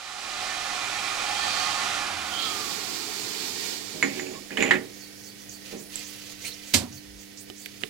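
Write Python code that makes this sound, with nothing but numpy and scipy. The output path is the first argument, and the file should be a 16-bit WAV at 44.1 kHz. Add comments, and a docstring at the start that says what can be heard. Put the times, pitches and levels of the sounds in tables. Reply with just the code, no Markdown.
"""Mains hum swells in under a small workshop; a blower rushes, is switched off and coasts down, leaving a hiss.
Then a brass sleeve knocks and scrapes on a steel taper held in a lathe chuck, and is twisted with swishes and
ticks. One hard clack shoves it home and thumps the lathe; small twists and ticks follow.
Coloured noise makes air and friction, decaying sines the struck metal, speed-driven harmonics the blower."""
import sys
import numpy as np
from scipy import signal
from scipy.fft import rfft, irfft, next_fast_len
from scipy.io import wavfile
from scipy.ndimage import uniform_filter1d

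SR = 44100
rng = np.random.default_rng(int(sys.argv[2]) if len(sys.argv) > 2 else 0)


def dump_mix(stems):
    """Bounce the given channels to the path in sys.argv[1] as a 16-bit WAV at rate SR."""
    frames = np.atleast_2d(stems).T  # one column per channel
    limited = np.clip(frames, -1, 1)  # hard clip at full scale
    pcm = np.round(limited * 32767).astype(np.int16)
    wavfile.write(sys.argv[1], SR, pcm)


N = 348157
T = np.arange(N) / SR

# Mains hum: multiple_of_hum_hz, level_db
HUM_HARMONICS = [(1, -67), (2, -55), (3, -51.5), (4, -61)]
HUM_HZ, HUM_SWELL_S = 99.85, 1  # swell: time constant of hum and room noise
# Room noise spectrum: freq_hz, level_db_per_hz
ROOM_SPECTRUM = [(25, -11), (60, -4), (110, 2.5), (250, 2), (400, 1.5), (600, -2.5), (780, -5),
                 (980, -12.5), (1350, -10), (1800, -3), (3400, -7), (4600, -2.5), (6500, -8),
                 (10400, -11.5), (16000, -14.5)]

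# Blower tones: multiple_of_shaft_hz, level_db, speed_power
BLOWER_TONES = [(1, -32, 1), (4, -20.5, 1), (11, -36, 1), (18, -13, 0.64), (20, -16, 5.5)]
# Rush of air: freq_hz, level_db_per_hz
RUSH_SPECTRUM = [(30, -11), (100, -20), (200, -13.5), (300, -7), (450, -6), (680, -2), (1000, -1),
                 (1650, -2.5), (2400, 0.5), (4500, -3.5), (7500, -9.5), (10000, -15), (12500, -26),
                 (16000, -42)]
# Duct resonances: freq_hz, width_hz, gain_db
DUCT_PEAKS = [(738, 35, 10), (833, 63, 10), (1096, 30, 9.5), (1221, 68, 9), (1410, 84, 8), (1460, 32, 8),
              (1710, 37, 5), (2340, 160, 4.5)]
# Outlet hiss: freq_hz, level_db_per_hz
JET_SPECTRUM = [(1000, -18), (2500, -6), (3300, -8.5), (3800, -4), (4450, -5.5), (5300, -7.5), (7500, -10),
                (11000, -28.5)]
# Outlet hiss against the rush: time_s, level_db
JET_LEVEL = [(0, -3.5), (1.0, -5.5), (1.6, -2), (1.92, -6.5), (2.15, -17)]
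# Mount and housing, which the sinking tones pass through: freq_hz, width_hz, gain_db
HOUSING_PEAKS = [(86, 14.4, 14.5), (1295, 130, 15), (1160, 99, 8)]
# Breathy whistles in the airflow: start_s, length_s, start_hz, end_hz, half_width_hz, level_db
AIR_WHISTLES = [(0.74, 0.8, 2356, 2343, 90, -41), (1.2, 0.76, 821, 838, 22.1, -38),
                (1.45, 0.71, 1222, 1233, 30, -42.5), (1.3, 0.59, 3226, 3180, 100, -39),
                (1.36, 0.55, 4410, 4540, 300, -36), (2.315, 0.29, 3190, 3240, 115, -33),
                (2.385, 0.17, 3695, 4410, 700, -33)]
BLOWER_FULL_S, BLOWER_OFF_S, COAST_S = 0.44, 1.96, 1.58  # COAST_S: time constant of the speed
BLOWER_DB, SWELL_DB_PER_S, CREEP_DB_PER_S = -30.5, 17, 2.5
SHAFT_HZ, RUSH_SPEED_POWER = 99.6, 2.32
COAST_FLUTTER_SHARE = 0.018  # share by which the pitch flutters as the speed nears zero

# Lingering hiss: freq_hz, level_db_per_hz
HISS_SPECTRUM = [(35, -25), (110, -6), (200, -6.5), (350, 6.5), (600, -3.5), (1100, -7), (1550, -7.5),
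                 (2100, 0.5), (2900, -1), (3750, 2), (4500, 2), (7400, -0.5), (9500, -9), (16000, -11)]
HISS_FULL_S, HISS_HOLD_S, HISS_ATTACK_S, HISS_T60_S, HISS_DB = 2.584, 1.16, 0.31, 3, -34.5

# Sleeve on taper: start_s, length_s, grating_db, body_db, sleeve_db
SCRAPE_PUSHES = [(3.96, 0.014, -74, -40, -58), (4.09, 0.063, -48, -40, -58), (4.17, 0.024, -42.5, -41, -59),
                 (4.235, 0.06, -46, -45, -50), (4.32, 0.033, -46, -42, -48), (4.52, .05, -46, -45, -59),
                 (4.6, 0.017, -28.5, -28, -40), (4.655, 0.085, -31, -32, -46.5),
                 (4.735, 0.022, -35, -42, -58), (5.735, 0.015, -53, -37, -80)]
# Grating noise: freq_hz, level_db_per_hz
GRATE_SPECTRUM = [(100, -22), (800, 9), (1200, -6), (1700, 8), (2200, 16), (2850, 14), (3250, 4),
                  (3900, -3), (5200, -10), (7500, -6), (10000, -33), (16000, -34)]
SCRAPE_ATTACK_S, GRATE_T60_S, RUMBLE_T60_S = 0.019, 0.066, 0.43

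# Sleeve knocks: start_s, level_db, contact_pitch_hz, contact_lowpass_hz, body_db, sleeve_db
TAPER_KNOCKS = [(4.0267, -14, 2200, 2980, -10, -13.5), (4.1963, -33, 2080, 4000, -0.5, -3),
                (4.5066, -39, 1680, 3000, 6, -28), (4.5715, -26, 2950, 9000, -9, -25),
                (4.5761, -29.5, 2420, 9000, 6, -24), (4.593, -37, 1900, 6000, 8, -14),
                (4.6248, -21, 2360, 11000, -10, -5.5), (4.6315, -26.5, 2250, 9000, -2, -17),
                (4.66, -33, 2870, 7000, -12, -22), (4.6772, -35, 2370, 9000, 4, -11),
                (4.7089, -11.5, 1740, 2600, -13, -32), (4.7122, -17, 1750, 3000, -12, -26),
                (4.7229, -24, 2120, 2200, -6, -28), (4.738, -26.5, 2010, 2600, -1.5, -30)]
# Chuck, taper and sleeve together: freq_hz, level_db, t60_s
METAL_MODES = [(814, -5, 0.2), (1124, -5, 0.18), (1444, -6, 0.24), (1715, 7, 0.098), (1820, -3.5, 0.19),
               (1980, -1, 0.22), (2050, -13, 0.19), (2055, -5, 0.31), (2030, -6, 0.27), (2180, 6, 0.14),
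               (2520, -14, 0.17), (2900, -3, 0.13), (2970, -6, 0.14), (3230, -11, 0.1), (3500, -12, 0.099),
               (4460, -23, 0.14)]
# Sleeve alone, damped by the fingers: freq_hz, level_db, t60_s
SLEEVE_MODES = [(6800, 8, 0.21), (6880, 7, 0.17), (7400, 1, 0.1), (7750, -6, 0.021)]
# Crack of a knock: freq_hz, level_db_per_hz
CRACK_SPECTRUM = [(60, -40), (200, -44), (780, 0), (1100, -3), (1500, 1), (1900, 13.5), (2550, 3),
                  (3000, 2.5), (4000, -0.5), (5200, -12), (7500, -2), (10000, -19), (16000, -33)]
# Lathe body noise: freq_hz, level_db_per_hz
BODY_SPECTRUM = [(50, -13), (110, -9.5), (170, -5), (270, 5), (420, 1), (520, 3.5), (760, -13.5),
                 (1000, -12.5), (3000, -32)]
# Lathe casting resonances: freq_hz, width_hz, gain_db
CASTING_PEAKS = [(159, 7.9, 16.5), (201.8, 11, 14.5), (239, 20, 6), (279, 16, 10.5), (369.5, 24, 16.5),
                 (447.7, 18, 15), (493, 14, 2), (623, 11, 14), (787, 46, 15)]
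CONTACT_WIDTH_HZ, CONTACT_DB = 450, 8  # how strongly a knock favours the modes near its pitch
CLINK_DB, CLINK_T60_S = 3, 0.031

# Palm on brass: start_s, length_s, level_db
PALM_RUBS = [(5.68, 0.049, -41.5), (5.97, 0.055, -37.5), (6.1, 0.1, -41.5), (6.25, 0.075, -41.5),
             (6.42, 0.01, -45), (6.462, 0.016, -36), (6.57, 0.26, -44), (7.66, 0.27, -52.5)]
# Rubbing friction: freq_hz, level_db_per_hz
RUB_SPECTRUM = [(300, -5), (700, -4.5), (1200, -8.5), (2150, 5), (3200, 2.5), (4200, 3), (5200, 1),
                (7000, -3), (10000, -10), (16000, -11)]
# Sleeve twists: start_s, length_s, start_hz, climb_octaves, level_db
SLEEVE_TWISTS = [(4.923, .05, 6300, 0.05, -51), (4.986, 0.07, 5640, 0.35, -48.5),
                 (5.157, 0.098, 5600, 0.077, -51), (5.23, 0.082, 5500, 0.58, -47),
                 (5.383, 0.086, 5860, 0.12, -50.5), (5.486, 0.091, 5920, 0.39, -45),
                 (5.762, 0.095, 5800, 0.7, -46), (5.817, 0.17, 10280, 0.032, -54),
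                 (6.035, 0.1, 5560, 0.88, -45.5), (6.13, 0.082, 10200, 0.047, -55),
                 (6.413, .04, 6400, 0.15, -46), (6.445, 0.053, 7530, 0.42, -38),
                 (6.662, .07, 7130, 0.31, -46), (6.915, 0.081, 5540, 0.098, -46),
                 (7.172, 0.097, 5640, 0.47, -50), (7.373, 0.075, 6060, 0.89, -46),
                 (7.558, 0.11, 6350, 0.46, -46.5), (7.798, 0.093, 8230, .35, -52)]
# Squeaks of brass on steel: start_s, length_s, start_hz, end_hz, half_width_hz, level_db
BRASS_SQUEAKS = [(4.335, 0.07, 1110, 1070, 40, -49.5), (5.0, 0.085, 4470, 4540, 109, -48.5),
                 (5.25, 0.1, 4450, 4650, 120, -50), (5.5, 0.1, 4650, 4500, 180, -48.5),
                 (6.438, 0.036, 2170, 2560, 220, -38), (6.445, 0.078, 4150, 4400, 130, -40),
                 (6.514, 0.024, 3750, 4450, 300, -39), (6.527, 0.033, 5250, 5900, 350, -45),
                 (6.955, 0.05, 4500, 4600, 160, -50), (7.602, 0.11, 4600, 4520, 150, -51)]
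# Hollow between sleeve and palm: freq_hz, width_hz, gain_db
HOLLOW_PEAKS = [(2040, 810, -3), (2850, 360, 1.5), (4630, 320, 3.5), (6100, 630, 6.5), (6870, 500, 3),
                (10400, 510, 3.5)]
RUB_ATTACK_S, RUB_T60_S = 0.056, 0.37
GRIP_FROM_S, GRIP_DB = 3.9, -51  # faint rustle of the closed hand
TWIST_HALF_WIDTH_HZ, SIZZLE_LAG_S = 1100, 0.021
CATCHES_PER_S, CATCH_POWER_SHARE = 900, 0.26  # catches of skin in the rubbing

# Slips under the grip: start_s, level_db, low_hz, high_hz, t60_s, snap_db, body_db, ring_db
GRIP_TICKS = [(5.493, -42, 5850, 7000, .07, -30, -30, -30),
              (5.9564, -17.5, 6950, 8160, 0.0073, -28, -46, -35),
              (5.992, -30, 6940, 7900, 0.007, -26, -26, -30), (7.373, -43, 3980, 7760, 0.16, -40, -30, -30),
              (7.5003, -36, 2600, 5000, 0.011, -23, -5.5, 1.5),
              (7.659, -28.5, 1560, 3340, 0.014, -20, -30, -19),
              (7.818, -34, 1500, 3500, 0.007, -33, -14, -11),
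              (7.8354, -21, 1600, 3970, 0.011, -38, -15, -4)]
# Short ring of a slip: freq_hz, level_db, t60_s
SLIP_MODES = [(3010, 6, 0.026), (3800, -15, 0.06), (740, -7.5, 0.05), (441, -8, 0.11)]

# Stutter of the seating sleeve: start_s, level_db
SEAT_HITS = [(6.7348, -33), (6.7384, -13), (6.7432, -11.5), (6.751, -26)]
# Seating clack: freq_hz, level_db_per_hz
CLACK_SPECTRUM = [(200, -24), (700, -19), (1200, -14), (2200, 0), (3200, -1.5), (4500, 2), (6000, -1.5),
                  (8300, -0.5), (10500, -8.5), (14000, -12), (16000, -24)]
# Lathe bed thumps: start_s, rumble_db, ring_db
BED_THUMPS = [(6.7381, -24, -21.5), (6.808, -32.5, -46)]
# Thump noise: freq_hz, level_db_per_hz
THUMP_SPECTRUM = [(30, -26), (55, -16), (85, 6), (170, 2.5), (260, 10.5), (340, 4), (420, -3), (570, -2),
                  (1000, -5.5), (3000, -28)]
# Low modes of the lathe bed: freq_hz, level_db, t60_s
BED_MODES = [(87.7, 0, 0.52), (133.3, -7, 0.54), (176, -7, 0.65), (213.5, -8, 0.35), (240.5, 6, 0.46),
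             (294, 2, 0.26), (358, 10, 0.2), (577, 3.5, 0.27), (595, -10, 0.25)]
# Deep shudder after the shove: start_s, length_s, start_hz, end_hz, half_width_hz, level_db
BED_SHUDDER = [(6.86, 0.18, 125, 115, 22, -52.5), (7.03, 0.23, 60, 56, 10, -56)]

# Shaded left port, late in the bass: freq_hz, gain_db, phase_lag_rad
LEFT_PORT_RESPONSE = [(59.6, 0, 0.85), (156, 1, 0.62), (386, -6, 1.66), (1140, -6, 0.76),
                      (2570, -8.5, 0.92), (6200, -9, 0), (14000, -11, 0)]
TOP_HZ = 15900


def amp(db):
    """Decibels to gain."""
    return 10 ** (np.asarray(db) / 20)


def unit(x):
    """Scale to rms 1."""
    return x / np.sqrt(np.mean(x ** 2))


def curve(rows):
    """Join (time_s, value) points by straight lines."""
    return np.interp(T, *np.array(rows).T)


def on_bins(points, f_hz, axis=1):
    """Interpolate one table column on a log-frequency axis."""
    points = np.array(points)
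    return np.interp(np.log(f_hz + 1), np.log(points[:, 0]), points[:, axis])


def resonances(f_hz, peaks):
    """Summed gain in dB of (freq_hz, width_hz, gain_db) peaks."""
    return sum(db / (1 + (2 * (f_hz - hz) / width_hz) ** 2) for hz, width_hz, db in peaks)


def colour(x, points, peaks=()):
    """Filter by a smooth spectrum with resonances on top."""
    n = x.shape[-1]
    size = next_fast_len(n)
    f_hz = np.fft.rfftfreq(size, 1 / SR)
    gain_db = on_bins(points, f_hz) + resonances(f_hz, peaks)
    return irfft(rfft(x, size) * amp(gain_db), size)[..., :n]


def air(n, likeness):
    """White noise at two ports; likeness is the shared share of its power."""
    shared = rng.standard_normal(n)
    return np.sqrt(likeness) * shared + np.sqrt(1 - likeness) * rng.standard_normal((2, n))


def walk(rate_hz):
    """Random drift: normal draws at a rate, joined by straight lines."""
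    return np.interp(T * rate_hz, np.arange(2048), rng.standard_normal(2048))


def fade(t, t60_s):
    """Exponential decay by 60 dB in t60_s."""
    return np.exp(-np.log(1000) * t / t60_s)


def stroke(s, hold_s, attack_s, t60_s):
    """Envelope that swells to 1 at time s, holds, then dies away."""
    swell = np.exp(-(np.maximum(s - T, 0) / attack_s) ** 2)
    return swell * fade(np.maximum(T - s - hold_s, 0), t60_s)


def strokes(rows, axis, attack_s, t60_s):
    """Joint envelope of (start_s, length_s, ..) rows at the dB of one column; powers add."""
    power = sum((amp(row[axis]) * stroke(row[0], row[1], attack_s, t60_s)) ** 2 for row in rows)
    return np.sqrt(power + 1e-18)


def add(out, s, x):
    """Mix x into out at time s."""
    i = int(s * SR)
    out[:, i:i + x.shape[1]] += x[:, :N - i]


def burst(points, t60_s, room_db, room_t60_s, likeness, peaks=()):
    """Dense short resonances as fast-dying noise, plus the room's longer, wider tail."""
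    t = T[:SR]
    direct = unit(colour(air(SR, likeness), points, peaks)) * fade(t, t60_s)
    tail = unit(colour(air(SR, likeness / 2), points, peaks)) * fade(t, room_t60_s)
    return direct + amp(room_db) * tail


def ring(modes, spread_rad):
    """Decaying sines; each mode reaches the two ports with its own phase."""
    t, out = T[:SR], 0
    for hz, db, t60_s in modes:
        phase = spread_rad * rng.standard_normal((2, 1))
        out = out + amp(db) * np.sin(2 * np.pi * hz * t + phase) * fade(t, t60_s)
    return out / np.sqrt(sum(amp(mode[1]) ** 2 for mode in modes))


def glides(rows, likeness, rise):
    """Noise bands whose centre slides while they swell and fade: low-pass noise shifted up in pitch."""
    out = np.zeros((2, N))
    for s, length_s, start_hz, end_hz, half_width_hz, db in rows:
        u = np.linspace(0, 1, int(length_s * SR))
        lowpass = signal.butter(2, half_width_hz, fs=SR, output="sos")
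        wobble = signal.sosfilt(lowpass, air(SR, likeness) + 1j * air(SR, likeness))[:, -len(u):]
        phase = 2 * np.pi * np.cumsum(start_hz * (end_hz / start_hz) ** u) / SR
        band = unit((wobble * np.exp(1j * phase)).real)
        add(out, s, amp(db) * band * np.sin(np.pi * u ** rise))
    return out


def nearby(x, db):
    """Reflections off chuck, bed and splash guard comb a sound, differently at each port."""
    t = T[:SR // 25]
    echoes = rng.standard_normal((2, len(t))) * fade(t, 0.085) * (t > .001)
    echoes *= amp(db) / np.sqrt(np.sum(echoes ** 2) / 2)
    reflected = signal.fftconvolve(x, echoes, axes=1)[:, :N]
    return (x + reflected) / np.sqrt(1 + amp(db) ** 2)


def workshop():
    """Mains hum as wavering harmonics over faint room noise, both swelling in."""
    hum = 0
    for k, db in HUM_HARMONICS:
        level = amp(db + 1.1 * walk(7.6)) * np.sqrt(2)
        hum = hum + level * np.sin(2 * np.pi * (k * HUM_HZ * T + rng.random()) + 0.15 * walk(3.1))
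    room = nearby(unit(colour(air(N, 0.45), ROOM_SPECTRUM)), db=6.0) * amp(-45.5 + walk(1.25))
    return (hum + room) * amp(-3.0) * (1 - np.exp(-T / HUM_SWELL_S))


def hiss():
    """Wide, airy noise, stronger to the right, that swells once and dies away."""
    peaks = [(270, 17, 6.0), (425.0, 30, 4.9), (4600, 650, 3.7)]
    noise = unit(colour(air(N, 0.013), HISS_SPECTRUM, peaks))
    swell = stroke(HISS_FULL_S, HISS_HOLD_S, HISS_ATTACK_S, HISS_T60_S)
    return nearby(noise, db=-5.5) * swell * amp(HISS_DB + 1.0 * walk(11)) * amp([[-1], [2]])


def blower():
    """Air rushes through a resonant duct and hisses at the outlet; tones and rush sink as the shaft coasts."""
    speed = np.exp(-np.maximum(T - BLOWER_OFF_S, 0) / COAST_S)
    drive_db = BLOWER_DB - SWELL_DB_PER_S * np.maximum(BLOWER_FULL_S - T, 0)
    drive_db = drive_db - CREEP_DB_PER_S * np.maximum(BLOWER_OFF_S - T, 0)
    flow = amp(drive_db) * speed ** RUSH_SPEED_POWER

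    duct = unit(colour(air(N, 0.84), RUSH_SPECTRUM, DUCT_PEAKS))
    jet = unit(colour(air(N, 0.25), JET_SPECTRUM)) * amp(curve(JET_LEVEL))
    rush = nearby(duct + jet, db=-9) * amp(1.5 + 0.28 * walk(24))

    flutter = 0.00083 * walk(12.0) + COAST_FLUTTER_SHARE * np.sqrt(1 - speed) * walk(60)
    shaft_hz = SHAFT_HZ * speed * (1 + flutter)
    turn = 2 * np.pi * np.cumsum(shaft_hz) / SR
    whirr = 0
    for k, db, power in BLOWER_TONES:
        housing_db = resonances(k * shaft_hz, HOUSING_PEAKS)
        whirr = whirr + amp(db + housing_db + 3.9 * walk(28)) * speed ** power * np.sin(k * turn)
    whistles = glides(AIR_WHISTLES, likeness=0.16, rise=0.49) * amp([[-3], [1]])
    return (rush + whirr) * flow + whistles


def slide():
    """Tiny catches of brass on steel excite the metal's modes, while the lathe body rumbles."""
    catches = unit((rng.random(N) < 600 / SR) * rng.standard_normal(N))

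    def excite(h, force):
        """Play the catches into one set of resonances, scaled to unit energy."""
        return signal.fftconvolve((catches * force)[None], h / np.sqrt(np.sum(h ** 2) / 2), axes=1)[:, :N]

    grip = strokes(SCRAPE_PUSHES, axis=2, attack_s=SCRAPE_ATTACK_S, t60_s=GRATE_T60_S) * amp(2.0 * walk(110))
    rumble = strokes(SCRAPE_PUSHES, axis=3, attack_s=SCRAPE_ATTACK_S, t60_s=RUMBLE_T60_S)
    sing = strokes(SCRAPE_PUSHES, axis=4, attack_s=SCRAPE_ATTACK_S, t60_s=GRATE_T60_S)
    grate = burst(GRATE_SPECTRUM, t60_s=0.02, room_db=-7.0, room_t60_s=0.11, likeness=0.36)
    grating = excite(grate, grip)
    metal = excite(ring(METAL_MODES, spread_rad=0.45), grip * amp(-6.5))
    sleeve = excite(ring(SLEEVE_MODES, spread_rad=1.0), sing)
    body = unit(colour(air(N, 1.0), BODY_SPECTRUM, CASTING_PEAKS)) * rumble * amp([[-1.5], [1]])
    return grating + metal + sleeve + body


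def knocks():
    """Each knock clinks, cracks, rings modes near its contact pitch and sets the lathe body booming a little later."""
    out, t = np.zeros((2, N)), T[:SR]
    for s, db, pitch_hz, soft_hz, body_db, sleeve_db in TAPER_KNOCKS:
        contact = signal.butter(1, soft_hz, fs=SR)  # a softer contact dulls the blow
        favoured = [(pitch_hz, CONTACT_WIDTH_HZ, CONTACT_DB)]
        clink = amp(CLINK_DB) * ring([(pitch_hz, 0, CLINK_T60_S)], spread_rad=0.26)
        crack = burst(CRACK_SPECTRUM, t60_s=0.043, room_db=-5.5, room_t60_s=0.21, likeness=0.83,
                      peaks=favoured)
        modes = [(hz, mode_db + resonances(hz, favoured), t60_s) for hz, mode_db, t60_s in METAL_MODES]
        metal = ring(modes, spread_rad=1.4)
        blow = clink + amp(1.0) * crack + amp(-2.0) * metal
        add(out, s, amp(db) * signal.lfilter(*contact, blow))
        add(out, s, amp(db + sleeve_db) * ring(SLEEVE_MODES, spread_rad=0.8))
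        body = unit(colour(air(SR, 0.81), BODY_SPECTRUM, CASTING_PEAKS))
        body = body * fade(t, 0.34) * (1 - fade(t, 0.1))
        add(out, s, amp(db + body_db) * body * amp([[-1.5], [1]]))
    # the knocks are kept out of the deep bass
    return signal.sosfilt(signal.butter(2, 115, "highpass", fs=SR, output="sos"), out)


def twisting():
    """The gripped sleeve rubs, squeaks and swishes upward; the hollow of the hand colours rub and swish."""
    resting = amp(GRIP_DB) * stroke(GRIP_FROM_S, T[-1], RUB_ATTACK_S, RUB_T60_S)
    pressure = np.hypot(resting, strokes(PALM_RUBS, axis=2, attack_s=RUB_ATTACK_S, t60_s=RUB_T60_S))
    catches = unit((rng.random(N) < CATCHES_PER_S / SR) * rng.uniform(-1.27, 1, N))
    smooth = air(N, 0.19)
    friction = np.sqrt(CATCH_POWER_SHARE) * catches + np.sqrt(1 - CATCH_POWER_SHARE) * smooth
    rub = unit(colour(friction, RUB_SPECTRUM)) * pressure * amp(1.96 * walk(90))

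    rising = [(s, length_s, hz, hz * 2 ** climb_octaves, TWIST_HALF_WIDTH_HZ, db)
              for s, length_s, hz, climb_octaves, db in SLEEVE_TWISTS]
    swish = glides(rising, likeness=0.95, rise=0.58)
    squeak = glides(BRASS_SQUEAKS, likeness=0.81, rise=0.87)

    # a fine sizzle at the very top follows each swish
    swish_level = np.sqrt(np.abs(uniform_filter1d(swish[1] ** 2, size=800)))
    effort = np.interp(T - SIZZLE_LAG_S, T, swish_level)
    sizzle = unit(colour(air(N, .3), [(4000, -31), (9000, -8), (12500, -12), (14500, -4)]))
    sizzle = sizzle * effort * amp(-0.5)
    hand = [(500, -1.5), (3000, -3.0), (6000, -3.5), (12000, 0)]
    return nearby(colour(rub + swish + sizzle, hand, HOLLOW_PEAKS), db=-2) + squeak


def ticks():
    """The sleeve slips by a hair: a dry band-limited tick, a broad snap, a short ring and a lathe thud."""
    out, t = np.zeros((2, N)), T[:SR]
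    for s, db, low_hz, high_hz, t60_s, snap_db, body_db, ring_db in GRIP_TICKS:
        band = signal.butter(5, [low_hz, high_hz], "bandpass", fs=SR, output="sos")
        push = air(SR, 0.23) * (fade(t, t60_s) + amp(-25) * fade(t, 0.31))
        tick = signal.sosfilt(band, push) * np.sqrt(SR / 2 / (high_hz - low_hz))
        snap = amp(snap_db) * colour(push, [(300, -34), (1500, 11.0), (12000, 18.0), (16000, 10)])
        thud = unit(colour(air(SR, 0.86), [(100, -3), (400, 15), (750, -22), (1200, -4), (3000, -34)]))
        thud = amp(body_db) * thud * fade(t, 0.11)
        slip_ring = amp(ring_db) * ring(SLIP_MODES, spread_rad=0.36)
        add(out, s, amp(db) * (tick + snap + thud + slip_ring) * amp([[-2], [1.5]]))
    return out


def seating():
    """The taper grabs: a bright stuttering clack, ringing thumps of the lathe bed and a deep shudder."""
    out, t = np.zeros((2, N)), T[:SR]
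    for s, db in SEAT_HITS:
        clack = burst(CLACK_SPECTRUM, t60_s=0.039, room_db=-5.0, room_t60_s=0.18, likeness=0.61)
        add(out, s, amp(db) * clack)
    out = nearby(out, db=-11)
    for s, rumble_db, ring_db in BED_THUMPS:
        rumble = unit(colour(air(SR, 0.99), THUMP_SPECTRUM)) * fade(t, 0.28)
        thump = amp(rumble_db) * rumble + amp(ring_db) * ring(BED_MODES, spread_rad=0.4)
        # the heavy bed takes a moment to get moving
        add(out, s, thump * (1 - fade(t, 0.024)))
    return out + glides(BED_SHUDDER, likeness=1.0, rise=0.9)


def scene():
    """Sum of all sources at the two ports."""
    return workshop() + hiss() + blower() + slide() + knocks() + twisting() + ticks() + seating()


def record(dry):
    """Two ports: the left is shaded; both round the highest peaks and cut the top."""
    size = next_fast_len(N + SR // 4)
    f_hz = np.fft.rfftfreq(size, 1 / SR)
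    lag_rad = on_bins(LEFT_PORT_RESPONSE, f_hz, axis=2)
    shade = amp(on_bins(LEFT_PORT_RESPONSE, f_hz)) * np.exp(-1j * lag_rad)
    left = irfft(rfft(dry[0], size) * shade, size)[:N]
    heard = amp(3.0) * np.array([left, dry[1]])
    rounded = heard / (1 + (heard / .85) ** 4) ** .25
    return signal.sosfilt(signal.ellip(10, .2, 80, TOP_HZ, fs=SR, output="sos"), rounded)


dry = scene()
out = record(dry)
dump_mix(out)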